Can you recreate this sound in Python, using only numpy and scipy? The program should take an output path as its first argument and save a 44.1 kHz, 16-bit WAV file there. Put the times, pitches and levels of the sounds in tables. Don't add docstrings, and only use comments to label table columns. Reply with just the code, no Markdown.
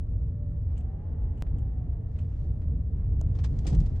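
import sys
import numpy as np
from scipy import signal
from scipy.fft import irfft
from scipy.io import wavfile
from scipy.ndimage import uniform_filter1d

SR = 44100
rng = np.random.default_rng(int(sys.argv[2]) if len(sys.argv) > 2 else 0)


def file_out(sig):
    cols = np.atleast_2d(sig).T
    lim = np.clip(cols, -1, 1)
    pcm = np.round(lim * 32767).astype(np.int16)
    wavfile.write(sys.argv[1], SR, pcm)


N = 176400

# freq_hz, gain_db
CLACK_COLOUR = [(150, -0.5), (450, 8), (900, 11), (1400, 4), (1900, 6.5), (2300, 3.5), (3400, 1.5),
                (5000, 0.5), (6300, -1.5), (8300, -8), (9600, -22.5), (11500, -23.5), (12400, -70)]


def road(flutter_db=1):
    rumble_colour = [(12, -31), (22, -14.5), (29, 0), (40, -2.5), (52, 2.5), (85, 2), (120, -6.5),
                     (150, -9.5), (200, -21.5), (270, -23), (350, -32.5), (520, -38.5), (800, -48),
                     (1400, -63), (2500, -70.5), (5000, -80.5), (8500, -81), (11000, -85), (16000, -99)]
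    rumble_fader = [(0, -29.5), (.9, -31), (1.7, -27.5), (2.1, -32), (2.55, -26.5), (3.0, -28.5),
                    (3.55, -25), (4, -28)]
    cabin_modes = [(70.4, 28, -37), (236.5, 14, -59), (452.8, 13, -63.5), (720, 90, -84), (1120, 27, -85),
                   (1330, 16, -86), (1820, 100, -87.5)]
    rumble = noise(colour(rumble_colour)) * undb(curve(rumble_fader) + flutter_db * wander(12))
    cabin = sum(undb(db) * noise(resonance(hz, width)) for hz, width, db in cabin_modes)
    return rumble + cabin


def wheel_thumps():
    hits = [(3.648, -35.5, 0.065, 9), (3.717, -17.5, 0.033, 2.5), (3.762, -20, 0.076, -4.5),
            (3.790, -16.5, 0.034, -3.5)]
    boom_colour = [(8, -60), (24, -21), (48, 4), (75, 2.5), (100, -6.5), (135, -2), (185, -10.5),
                   (260, -19.5), (400, -32.5), (900, -52), (3000, -100), (16000, -180)]
    boom = 0
    for start, db, decay, slope in hits:
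        body = noise(colour(boom_colour) * tilt(slope))
        boom += undb(db) * body * strike(start, rise_s=0.011, decay_s=decay)
    panel = undb(-41.5) * noise(resonance(hz=358, width_hz=76))
    return boom + panel * strike(3.645, rise_s=0.04, decay_s=0.046)


def rattles():
    jolts = [(3.350, -62.5, .002, 0.029, 4, -0.5), (3.386, -54, 0.0031, 0.014, 2.5, -1.5),
             (3.434, -47, 0.013, 0.01, 1.5, 0), (3.588, -54, 0.00067, 0.0044, 3.5, 5.5),
             (3.648, -59, .003, 0.021, -3, -1), (3.666, -46, .002, 0.023, 1, 4.5),
             (3.725, -54.5, .002, 0.016, 2.5, 0), (3.745, -55, 0.0053, 0.0058, 4, 3.5),
             (3.801, -57, 0.0016, 0.0091, 2.5, 4), (3.860, -58.5, 0.0014, 0.012, 2.5, 1),
             (3.947, -67.5, 0.017, 0.021, 3, 0.5)]
    rings = [(1310, -0.5), (1877, 1.5), (3332, 6), (3665, 1), (4728, -0.5), (5222, -2), (5969, 1.5),
             (7954, 1)]
    ringing = sum(undb(db) * resonance(hz, width_hz=14) for hz, db in rings)
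    return clatter(jolts, colour(CLACK_COLOUR) * (1 + ringing))


def drivetrain(waver=0.011, shimmer_db=3.5):
    whine_path = [(0, 612, -66), (.2, 599, -64), (.4, 584.2, -60.5), (.6, 580.1, -66), (.72, 643, -68),
                  (.9, 763, -62.5), (1.03, 837.8, -72), (1.15, 867, -65), (1.42, 830.5, -68),
                  (1.7, 774, -65.5), (1.95, 681, -66), (2.08, 636, -77.5), (2.2, 603, -65.5),
                  (2.45, 589.3, -72.5), (2.6, 610, -60.5), (2.78, 602.5, -67), (3.05, 642.6, -70.5),
                  (3.55, 644, -76), (3.75, 722, -59), (3.9, 793, -66), (4, 810, -72)]
    rush_colour = [(150, -13.5), (400, 7.5), (750, -1.5), (1100, -12), (1500, -18), (1950, -17.5),
                   (2400, -29.5), (3000, -27.5), (4000, -45), (9000, -68)]
    rush_fader = [(0, -91.5), (.63, -73), (.75, -60), (1.1, -57), (1.7, -60), (2.1, -62.5), (2.8, -77),
                  (3.2, -64), (4, -58.5)]
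    pitch_hz = curve(whine_path) * (1 + waver * wander(50))
    phase = 2 * np.pi * np.cumsum(pitch_hz) / SR
    whine = np.array([unit(np.sin(phase + shift) * undb(shimmer_db * wander(13))) for shift in (0, 1.1)])
    rush = noise(colour(rush_colour)) * undb(curve(rush_fader))
    return whine * undb(curve(whine_path, column=2)) + rush


def dry_click():
    return -undb(-24.5) * strike(1.4233, rise_s=1 / SR, decay_s=0.0029)


def plastic_snap(snap_s=3.2128, knock_s=3.2138, rise_s=0.0005):
    snap_colour = [(800, -18), (2000, 0.5), (4000, -10), (6000, 3.5), (7400, 6.5), (9000, -4.5),
                   (11500, -3), (13000, -38)]
    knock_modes = [(453, -45, .012), (622, -38.5, 0.0034), (1330, -62, .008)]  # pitch_hz, level_db, decay_s
    crack = undb(-46.5) * noise(colour(snap_colour)) * strike(snap_s, rise_s, decay_s=0.0011)
    age = np.arange(N) / SR - knock_s
    knock = sum(undb(db) * np.sin(2 * np.pi * hz * age) * strike(knock_s, rise_s, decay)
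                for hz, db, decay in knock_modes)
    return crack + knock * pan(6.5)


def trim_ticks():
    ticks = [(.750, -71.5, .02, 0.017, 5, -1.5), (.777, -61.5, .001, 0.0079, 1.5, 7.5),
             (.805, -66.5, 0.0021, 0.0063, 0, 2.5), (1.374, -69.5, .001, 0.015, 2, 1),
             (1.405, -70, .002, 0.0086, -2, 2), (1.584, -68, .001, 0.0073, 0.5, 5),
             (2.186, -61.5, .003, 0.012, 0, -1)]
    tick_colour = [(400, -2), (1000, 0.5), (2000, -3), (2900, 7.5), (3600, -7), (5000, -16), (7500, -5.5),
                   (8600, -12), (9600, -27.5), (13000, -46)]
    return clatter(ticks, colour(tick_colour))


def scuffs():
    strokes = [(.68, -64.5, 0.032, 0.046, 1.5, -3), (1.462, -65.5, .007, 0.015, 4, 1),
               (1.91, -68.5, .02, .02, 3, -2), (2.155, -68, .008, .025, 1.5, 3),
               (2.184, -65.5, .003, .02, 0.5, 5), (2.243, -74, .002, 0.0087, 11, 5),
               (2.29, -70, .03, .08, 4, -1), (2.614, -68.5, 0.0037, 0.023, 7, 2),
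               (2.92, -63, 0.076, 0.088, 2, -3.5)]
    scuff_colour = [(300, -8), (800, 3.5), (1400, -4), (2000, -4.5), (3200, -13.5), (5000, -22.5),
                    (8000, -30.5), (11000, -49)]
    return clatter(strokes, colour(scuff_colour))


def rustle(grain_db=2.0):
    rustle_fader = [(0, -90), (.62, -92.5), (.76, -79), (.88, -88.5), (2.05, -89.5), (2.14, -78),
                    (2.26, -81), (2.42, -75), (2.7, -95), (3.25, -85.5), (3.55, -71.5), (3.85, -70),
                    (4, -79)]
    texture = noise(colour(CLACK_COLOUR)) * unit(undb(grain_db * wander(700)))
    return texture * undb(curve(rustle_fader)) * pan(3)


def clatter(events, body, grain_db=0.5, tail_db=-24.5, tail_s=0.03):
    bursts = 0
    for start, db, rise, decay, pan_db, slope in events:
        envelope = strike(start, rise, decay) + undb(tail_db) * strike(start, rise, tail_s)
        bursts += undb(db) * noise(body * tilt(slope)) * envelope * pan(pan_db)
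    return bursts * unit(undb(grain_db * wander(1200)))


def noise(gain):
    stereo_width = [(25, -34), (80, -22.5), (170, -19.5), (330, -8), (700, 0), (1400, -1.5), (5000, -2.5)]  # freq_hz, side_db against the mid
    mid, side = (irfft(gain * np.exp(2j * np.pi * rng.random(len(gain))) * weight, N)
                 for weight in (1, colour(stereo_width)))
    return np.array([mid + side, mid - side]) / np.std(mid)


def strike(start_s, rise_s, decay_s):
    age = np.arange(N) / SR - start_s
    return np.clip(age / rise_s, 0, 1) * np.exp(-np.maximum(age - rise_s, 0) / decay_s)


def curve(table, column=1):
    rows = np.array(table)
    return np.interp(np.arange(N) / SR, rows[:, 0], rows[:, column])


def wander(rate_hz):
    hold = max(int(SR / rate_hz), 1)
    steps = np.repeat(rng.standard_normal(N // hold + 1), hold)
    return unit(uniform_filter1d(steps, hold)[:N])


def colour(points):
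    hz, db = np.array(points).T
    return undb(np.interp(np.log(freqs()), np.log(hz), db))


def resonance(hz, width_hz):
    return 1 / (1 + ((freqs() - hz) / width_hz) ** 2)


def tilt(db_per_octave):
    return undb(db_per_octave * np.log2(freqs()))


def freqs():
    return np.maximum(np.fft.rfftfreq(N, 1 / SR), 1)


def pan(db):
    return undb(np.array([[db], [-db]]) / 2)


def undb(db):
    return 10 ** (np.asarray(db) / 20)


def unit(x):
    return x / np.sqrt(np.mean(x ** 2))


def scene():
    contacts = rattles() + trim_ticks() + scuffs()
    return road() + drivetrain() + wheel_thumps() + contacts + rustle() + plastic_snap() + dry_click()


def record(dry, top_hz=16800):
    return signal.sosfilt(signal.ellip(8, .2, 70, top_hz, fs=SR, output="sos"), dry)


dry = scene()
out = record(dry)
file_out(out)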